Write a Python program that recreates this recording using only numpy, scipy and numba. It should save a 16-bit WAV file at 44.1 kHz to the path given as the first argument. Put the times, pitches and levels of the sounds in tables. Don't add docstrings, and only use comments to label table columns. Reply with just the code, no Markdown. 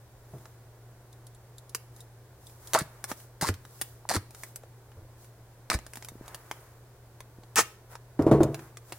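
import sys
import numpy as np
from scipy import signal
from scipy.fft import rfft, irfft, next_fast_len
from scipy.io import wavfile
from scipy.ndimage import uniform_filter1d
from numba import njit

SR = 44100
rng = np.random.default_rng(int(sys.argv[2]) if len(sys.argv) > 2 else 0)


def store_wav(level_fs):
    pcm = np.round(np.clip(np.atleast_2d(level_fs), -1, 1) * 32767)
    wavfile.write(sys.argv[1], SR, pcm.T.astype(np.int16))


N = 396018
T = np.arange(N) / SR

# (frequency [Hz], density [dB per Hz])
RUMBLE_SPECTRUM = [(15, -45), (25, -14), (87, -11.5), (102, -18.5), (123, -6.5), (149, -20), (249, -26),
                   (363, -18.5), (641, -22.5), (796, -24.5), (1070, -27), (1290, -32), (1440, -29),
                   (2760, -41.5), (16000, -43.5)]
RUMBLE_DB, HUM_DB, HUM_HZ = -56.5, -54.5, 118.5
# (frequency [Hz], correlation [-1 to 1])
STEREO_LIKENESS = [(60, .975), (300, .985), (640, .95), (1400, .75), (3100, 0), (7000, -.15), (15000, -.4)]
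# (frequency [Hz], density [dB per Hz])
SHELL_SPECTRUM = [(100, 9.5), (600, 2), (1600, 5.0), (3000, 7.5), (7000, -2.5), (16000, 0.5)]
PANEL_SPECTRUM = [(100, 1.5), (700, -2.0), (2000, 0), (5000, 0.5), (16000, 1.5)]
# (time [s], half length [s], hiss level [dB], rub level [dB])
SLIDES = [(0.397, 0.16, -66, -69), (1.989, 0.053, -63.5, -68), (2.487, 0.078, -61, -83),
          (2.687, 0.083, -57, -60.5), (2.96, 0.22, -67.5, -60.5), (3.107, 0.021, -44, -46.5),
          (3.201, 0.06, -57, -74), (3.814, 0.16, -59, -67), (4.43, 0.085, -55.5, -63.5),
          (5.233, 0.054, -62, -73), (6.006, 0.14, -62, -66.5), (6.298, 0.086, -64, -55),
          (6.543, 0.2, -63.5, -59.5), (7.927, .025, -57, -52.5), (8.61, 0.1, -61, -56),
          (8.943, 0.089, -58.5, -61)]
# (frequency [Hz], density [dB per Hz])
HISS_SPECTRUM = [(2000, -18), (3500, -5), (6000, -1), (10000, 0), (14000, 0), (16000, -2)]
# (frequency [Hz], density [dB per Hz])
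RUB_SPECTRUM = [(200, -14), (400, -3), (950, 0), (1600, -3), (2300, -11), (3200, -22), (16000, -50)]
# (time [s], level [dB], pitch [Hz])
TAPS = [(0.335, -45.5, 340), (4.053, -34, 874), (4.637, -38.5, 514), (6.119, -38, 256), (6.155, -35, 258),
        (6.211, -31.5, 285), (7.386, -37.5, 228)]
# (time [s], level [dB], note [Hz], note t60 [s])
FLOOR_BLOWS = [(0.335, -38, 133, 0.19), (4.971, -44.5, 91, 0.27), (5.021, -54, 39, 0.29),
               (8.192, -13.5, 280, 0.057), (8.265, -11.5, 330, 0.055), (8.3135, -6.5, 406, 0.032),
               (8.343, -21.5, 431, 0.16), (8.405, -10.5, 339, 0.075)]
# (frequency [Hz], level [dB], t60 before the load damps it [s])
FLOOR_MODES = [(142.6, 3.5, 0.83), (206, -2.5, 0.65), (246, -6.5, 0.74), (326, 1.5, 0.64), (449, -9, 0.3),
               (534, -6.5, 0.39), (603, -0.5, 0.18), (728, -25, 0.33), (913, -18, 0.56), (984, -13, 0.38),
               (1070, -30, 0.21), (1112, -10, 0.26), (1244, -23, 0.46), (1970, -33, 0.12)]
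# (frequency [Hz], density [dB per Hz])
RATTLE_SPECTRUM = [(24, -53), (40, -22), (126, -3), (172, -19), (335, -6.5), (415, -5), (446, -10),
                   (593, -15), (653, -9), (771, -20.5), (1030, -23.5), (1960, -40.5), (3230, -50),
                   (5860, -55), (12000, -49), (15600, -69), (22000, -120)]
# (frequency [Hz], density [dB per Hz])
CLACK_SPECTRUM = [(200, -11), (450, -4), (700, 2.5), (1200, -11.5), (2000, -27), (4000, -44), (16000, -52)]
# (frequency [Hz], density [dB per Hz])
BUZZ_SPECTRUM = [(600, -27), (1800, 4), (3000, -2), (6000, -5), (11000, 2), (16000, -10)]
# (time [s], level [dB])
PICKS = [(1.1285, -41.5), (1.268, -37), (1.348, -44), (1.5823, -33.5), (1.6944, -35.5), (1.9634, -39.5),
         (2.0052, -34.5), (2.4687, -35), (2.6726, -30.5)]
# (frequency [Hz], level [dB])
PICK_SPECTRUM = [(100, -30), (2300, -30), (3500, 5), (5000, -3), (7500, 1.5), (11000, 3), (16000, -13)]
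# (time [s], level [dB], tilt [dB per octave])
CREASES = [(0.4558, -22.5, -2.2), (1.7485, -3, 2.1), (3.0412, -4.5, 0.1), (3.1159, -5.5, -4),
           (3.5408, -19.5, 1.5), (3.6516, -22, -1.5), (3.8137, -3, 2.5), (3.8185, -7, 2),
           (4.3078, -24.5, 1), (4.348, -20.5, 1), (4.4351, -10.5, -0.5), (4.5596, -15, 4),
           (4.6349, -29, -4), (4.9182, -31, -4.5), (5.789, -17.5, -3), (5.8654, -18.5, 0),
           (5.9353, -16.5, 1), (5.9566, -15, 1.5), (5.9717, -14.5, -1), (6.0252, -17.5, -.5),
           (6.0474, -16, 1), (6.0865, -15, 1.2), (6.2801, -17.5, -0.5), (6.346, -11, 0.5),
           (6.513, -7, -1.5), (7.2053, -16.5, -2), (7.435, -27, -3.5), (7.954, -17, -3),
           (8.2228, -17.5, -1.5), (8.4326, -6, -0.5), (8.545, -9, -2.2), (8.5934, -20, -5),
           (8.7711, -15.5, -1), (8.923, -9.5, -2)]
# (frequency [Hz], level [dB])
CREASE_SPECTRUM = [(100, -4), (350, 5.5), (900, 5), (1800, 5), (3200, -1), (6000, 0.5), (10500, -0.5),
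                   (16000, -7.5)]
# (time [s], level [dB], tilt [dB per octave])
SLIPS = [(2.7345, -0.5, 2), (2.743, 3.5, -1), (2.749, 3.5, -3.5), (2.789, -4.5, 3), (3.413, -9, 1.7),
         (3.422, -8.5, 1.5), (3.489, -2, -5), (4.090, -3, 0.5), (5.701, 2.5, -0.9), (7.5585, -3.5, 5),
         (7.571, -8, 0), (7.585, 1, 0), (7.591, 2.5, -5.5), (7.607, -2, 2)]
# (frequency [Hz], level [dB])
SLIP_SPECTRUM = [(30, -30), (100, -12), (350, -0.5), (900, 2.5), (1600, 4.5), (3200, -1.5), (6000, 1),
                 (10500, -2), (16000, -7)]
TILT_PIVOT_HZ = 3500
# (time [s], level [dB], starting ripple pitch [Hz], thud pitch [Hz], t60 [s])
FLAPS = [(2.815, -24, 251, 144, 0.055), (3.425, -20, 370, 159, 0.052), (3.490, -19, 313, 93, 0.15),
         (4.152, -18.5, 400, 300, 0.05), (4.165, -20.5, 320, 92.5, 0.097), (5.745, -19.5, 129, 56, 0.12)]
# (time of peak [s], level [dB], pitch at peak [Hz], glide [octaves per s], swell [s])
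SQUAWKS = [(2.760, -18, 757, -10, .009), (2.782, -28, 1320, 25, .012), (3.432, -30, 815, -1, .011),
           (3.449, -29.5, 1040, 12, 0.0094), (3.490, -34, 1600, -25, 0.0062), (4.114, -24, 730, -6, .007),
           (4.167, -34, 1290, -21, 0.011), (5.718, -23, 1224, 7, 0.0039)]
# (frequency [Hz], density [dB per Hz])
RIP_SPECTRUM = [(59, -62), (100, -6), (260, -13.5), (343, -7.5), (784, -8), (872, -4.5), (1150, -6.5),
                (1390, 0.5), (1480, -11), (1760, 0), (2170, -11), (2520, -8), (3540, -19), (6150, -7),
                (16000, -23)]
RIP_S, RIP_LENGTH_S, RIP_ATTACK_S, RIP_RELEASE_T60_S = 7.557, .053, .003, .075
RIP_DB, RIP_PEAK_S, RIP_SURGE_S, RIP_SLOWEST = -18, 7.587, .017, .38
THREADS_PER_S = 1050
# (time [s], length [s], crackle level [dB], change over the tug [dB], tilt [dB per octave])
TUGS = [(2.734, 0.081, -32, -9.5, -0.5), (3.410, 0.081, -31, -1.5, .8), (4.089, 0.074, -29, 0, 0.1),
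        (5.699, 0.047, -30, 1.5, -0.7)]
# (frequency [Hz], density [dB per Hz])
PEEL_SPECTRUM = [(30, -24), (100, -4), (350, 2), (800, 0.5), (1300, 3.5), (2000, 2), (3000, -10), (4500, 0),
                 (6500, -5.5), (9000, -2.5), (12000, -10), (16000, -16)]
TUG_ATTACK_S, TUG_RELEASE_T60_S = 0.0017, 0.05
STALL_DB, STALL_AT, STALL_WIDTH = -6.5, 0.54, 0.15
CUTOFF_HZ = 16100


def from_db(db):
    return 10 ** (np.asarray(db) / 20)


def rms_one(x):
    return x / np.sqrt(np.mean(x ** 2) + 1e-20)


def evened(x, span_s):
    power = np.abs(uniform_filter1d(x ** 2, max(int(span_s * SR), 2)))
    return x / np.sqrt(power + 1e-9)


def at_hz(points, hz):
    f, value = np.transpose(points)
    return np.interp(np.log(hz + 1), np.log(f), value)


def add(out, s, x):
    i = int(s * SR)
    out[..., i:i + x.shape[-1]] += x[..., :N - i]


def dying(t60):
    return from_db(-60 * T[:int(t60 * SR)] / t60)


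def envelope(attack_s, length_s, release_t60):
    t = T[:int((length_s + release_t60) * SR)]
    release = from_db(-60 * np.maximum(t - length_s, 0) / release_t60)
    return t, (1 - np.exp(-t / attack_s)) * release


def coloured(x, spectrum, size=4096):
    cepstrum = irfft(np.log(from_db(at_hz(spectrum, np.fft.rfftfreq(size, 1 / SR)))))
    cepstrum[1:size // 2] *= 2
    cepstrum[size // 2 + 1:] = 0
    response = irfft(np.exp(rfft(cepstrum)))
    return signal.oaconvolve(x, response / np.linalg.norm(response))[:len(x)]


def tilted(spectrum, tilt_db):
    return [(hz, db + tilt_db * np.log2(max(hz, 900) / TILT_PIVOT_HZ)) for hz, db in spectrum]


def thinned(x, hz):
    return signal.sosfilt(signal.butter(2, hz, "high", fs=SR, output="sos"), x)


def noise(spectrum):
    return coloured(rng.standard_normal(N), spectrum)


def snaps(per_s, spread_db):
    n = len(per_s)
    sizes = from_db(spread_db * np.minimum(rng.exponential(1, n), 4))
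    signs = rng.choice([-1, 1], n)
    return sizes * signs * (rng.random(n) < per_s / SR)


@njit
def gliding_ring(x, turn, keep):
    out, state = np.zeros(len(x)), 0j
    for i in range(len(x)):
        state = state * keep * np.exp(1j * turn[i]) + x[i]
        out[i] = state.imag
    return out


def off_axis(x, lag):
    return np.array([x, np.roll(x, lag)])


def two_ports(mid, side):
    size = next_fast_len(2 * len(mid))
    alike = np.clip(at_hz(STEREO_LIKENESS, np.fft.rfftfreq(size, 1 / SR)), -.9, .999)
    width = np.sqrt((1 - alike) / (1 + alike))
    side = irfft(rfft(side, size) * width, size)[:len(mid)]
    return np.array([mid + side, mid - side])


def echoes(t60, spectrum):
    fade = dying(t60) * (T[:int(t60 * SR)] > .0006)
    fade = fade / np.linalg.norm(fade)
    return two_ports(*[coloured(rng.standard_normal(len(fade)) * fade, spectrum) for _ in range(2)])


def van(x, tail_db=-21.5, t60=0.37):
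    tail = echoes(t60, SHELL_SPECTRUM)
    return x + from_db(tail_db) * signal.oaconvolve(x, tail, axes=1)[:, :N]


def scattered(x, near_db=-6.0, t60=0.055):
    near = echoes(t60, PANEL_SPECTRUM)
    x = np.pad(x, (2, near.shape[1]))
    reflected = signal.fftconvolve(x[None], near, axes=1)[:, :len(x)]
    return (off_axis(x, lag=-1) + from_db(near_db) * reflected) / np.hypot(1, from_db(near_db))


def background(waver=0.033, wander_hz=1.36):
    slow = [np.interp(T, np.linspace(0, T[-1], 40), row) for row in rng.standard_normal((2, 40))]
    phase = 2 * np.pi * np.cumsum(HUM_HZ + wander_hz * slow[0]) / SR
    hum = np.sqrt(2) * np.sin(phase) * (1 + waver * slow[1])
    rumble = two_ports(noise(RUMBLE_SPECTRUM), noise(RUMBLE_SPECTRUM))
    return from_db(HUM_DB) * off_axis(hum, lag=4) + from_db(RUMBLE_DB) * rumble


def handling(hiss_db=0., rub_db=0.):
    hiss_gain, rub_gain = np.zeros(N), np.zeros(N)
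    for s, half, hiss_level, rub_level in SLIDES:
        swell = np.exp(-((T - s) / half) ** 2)
        hiss_gain += from_db(hiss_level + hiss_db) * swell
        rub_gain += from_db(rub_level + rub_db) * swell
    grains = [rms_one(snaps(np.full(N, 5000.), spread_db=2.5)) for _ in range(2)]
    return two_ports(*[hiss_gain * coloured(g, HISS_SPECTRUM) + rub_gain * noise(RUB_SPECTRUM) for g in grains])


def taps(t60=0.0081, rise_s=0.0007, level_db=9.5):
    out, fade = np.zeros(N), dying(t60)
    t = T[:len(fade)]
    for s, db, hz in TAPS:
        add(out, s, from_db(db + level_db) * fade * (1 - np.exp(-t / rise_s)) * np.sin(2 * np.pi * hz * t))
    return out


def buzzes(buzz_db=-36.5, t60=.12, growth=2.3):
    out, fade, hardest_db = np.zeros(N), dying(t60), max(row[1] for row in FLOOR_BLOWS)
    for s, db, _, _ in FLOOR_BLOWS:
        strength = from_db(buzz_db + growth * (db - hardest_db))
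        add(out, s, strength * fade * rng.standard_normal(len(fade)))
    return off_axis(coloured(out, BUZZ_SPECTRUM), lag=2)


def floor_blows(note_db=4.5, modes_db=-17.0, rattle_db=-9.0, rattle_t60=0.34, clack_db=-14.0, clack_t60=0.066):
    out, rattle = np.zeros(N), np.zeros(N)
    rattle_fade, clack_fade = dying(rattle_t60), dying(clack_t60)
    for s, db, note_hz, note_t60 in FLOOR_BLOWS:
        note_fade = dying(note_t60)
        t = T[:len(note_fade)]
        note = note_fade * (1 - np.exp(-t / 0.0014)) * np.sin(2 * np.pi * note_hz * t)
        add(out, s, from_db(db + note_db) * note)
        clack = coloured(clack_fade * rng.standard_normal(len(clack_fade)), CLACK_SPECTRUM)
        add(out, s, from_db(db + clack_db) * clack)
        add(rattle, s, from_db(db + rattle_db) * rattle_fade * rng.standard_normal(len(rattle_fade)))
        for hz, mode_db, t60 in FLOOR_MODES:
            ring = dying(min(t60, .42))
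            strength = rng.choice([-1, 1]) * from_db(db + mode_db + modes_db + rng.normal(0, 0.96))
            add(out, s, strength * ring * np.sin(2 * np.pi * hz * T[:len(ring)]))
    return off_axis(out + coloured(rattle, RATTLE_SPECTRUM), lag=2)


def small_creases(db=-33., spread_db=2., tilt_db=0., count=1):
    rows = []
    for s, half, _, _ in SLIDES:
        for when, size, colour in rng.standard_normal((count, 3)):
            rows.append((np.clip(s + half * when / 2, 0, T[-1]), db + spread_db * size, tilt_db + colour))
    return rows


def pops(rows, spectrum, level_db, flutter_t60, flutter_db):
    out = np.zeros((2, N))
    for s, db, tilt_db in rows:
        tone = tilted(spectrum, tilt_db)
        fade = dying(flutter_t60 * np.exp(rng.normal(0, .25)))
        flutter = snaps(np.full(len(fade), 20000.), spread_db=2.) * fade
        flutter = from_db(flutter_db) * flutter / (np.linalg.norm(flutter) + 1e-9)
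        burst = np.r_[1, flutter, np.zeros(256)]
        gains = from_db(db + level_db + at_hz(tone, np.linspace(0, SR / 2, 200)))
        strength = np.sqrt(np.mean(gains ** 2))
        add(out, s, scattered(strength * coloured(burst / np.linalg.norm(burst), tone)))
    return out


def flaps(sag_s=0.083, ripple_db=-6.5, thud_db=-0.5):
    out = np.zeros(N)
    keep = np.exp(-np.pi * 130 / SR)
    for s, db, ripple_hz, thud_hz, t60 in FLAPS:
        fade = dying(t60)
        t = T[:len(fade)]
        hz = ripple_hz * (1 + np.exp(-t / sag_s)) / 2
        ripple = evened(gliding_ring(rng.standard_normal(len(t)), 2 * np.pi * hz / SR, keep), 0.0076)
        thud = np.sin(2 * np.pi * thud_hz * t)
        wobble = from_db(thud_db) * thud + from_db(ripple_db) * np.sqrt(fade) * ripple
        onset = 1 - np.exp(-t / 0.00075)
        add(out, s, thinned(from_db(db) * fade * wobble * onset, .5 * thud_hz))
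    return out


def rip(jitter=0.28, film_db=-0.5, rate_follows=.25):
    t, gain = envelope(RIP_ATTACK_S, RIP_LENGTH_S, RIP_RELEASE_T60_S)
    surge = np.exp(-((RIP_S + t - RIP_PEAK_S) / RIP_SURGE_S) ** 2)
    speed = gain * (RIP_SLOWEST + (1 - RIP_SLOWEST) * surge)
    n, out = len(t), np.zeros((2, N))
    per_s = THREADS_PER_S * speed ** rate_follows
    unevenness = rms_one(uniform_filter1d(rng.standard_normal(n), size=60))
    threads_crossed = np.cumsum(per_s * np.exp(jitter * unevenness)) / SR
    threads = np.diff(np.floor(threads_crossed), prepend=0) * from_db(rng.normal(0, 3.7, n))
    film = snaps(12 * per_s, spread_db=0.0)
    tearing = evened(evened(threads, 0.0037) + from_db(film_db) * evened(film, 0.0087), 0.017)
    add(out, RIP_S, scattered(coloured(from_db(RIP_DB) * speed * tearing, RIP_SPECTRUM)))
    return out


def glue(n, snaps_per_s=5500., spread_db=7.0, stutter_db=2.):
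    stutter = rms_one(uniform_filter1d(rng.standard_normal(n), size=130))
    return evened(snaps(np.full(n, snaps_per_s), spread_db) * from_db(stutter_db * stutter), .01)


def squawks(width_hz=105.0, ring_db=1.5, release_share=0.57):
    out = np.zeros((2, N))
    keep = np.exp(-np.pi * width_hz / SR)
    for s, db, hz, glide, swell_s in SQUAWKS:
        t = np.arange(-2 * swell_s, 2 * swell_s, 1 / SR)
        gain = np.exp(-(t / np.where(t < 0, swell_s, release_share * swell_s)) ** 2)
        ring = gliding_ring(glue(len(t)), 2 * np.pi * hz * 2 ** (glide * t) / SR, keep)
        ring = evened(thinned(ring, 0.62 * hz), 0.0045)
        add(out, s + t[0], scattered(from_db(db + ring_db) * gain * ring))
    return out


def tugs(crackle_db=0.):
    out = np.zeros((2, N))
    for s, length_s, db, change_db, tilt_db in TUGS:
        t, gain = envelope(TUG_ATTACK_S, length_s, TUG_RELEASE_T60_S)
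        progress = np.minimum(t / length_s, 1)
        stall_db = STALL_DB * np.exp(-((progress - STALL_AT) / STALL_WIDTH) ** 2)
        pull_db = db + change_db * (progress - .5) + stall_db
        crackle = glue(len(t)) * gain * from_db(pull_db + crackle_db)
        add(out, s, scattered(coloured(crackle, tilted(PEEL_SPECTRUM, tilt_db))))
    return out


def scene():
    picks = [(s, db, 0) for s, db in PICKS]
    tape = tugs() + squawks() + off_axis(flaps(), lag=-1) + rip()
    tape += pops(SLIPS, SLIP_SPECTRUM, level_db=0., flutter_t60=0.0049, flutter_db=1.5)
    tape += pops(CREASES + small_creases(), CREASE_SPECTRUM, level_db=-0.5, flutter_t60=0.019, flutter_db=3.5)
    tape += pops(picks, PICK_SPECTRUM, level_db=13., flutter_t60=0.02, flutter_db=8.0)
    return van(tape + taps() + floor_blows() + buzzes()) + handling() + background()


def record(dry):
    return signal.sosfilt(signal.ellip(10, .2, 80, CUTOFF_HZ, fs=SR, output="sos"), dry)


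dry = scene()
out = record(dry)
store_wav(out)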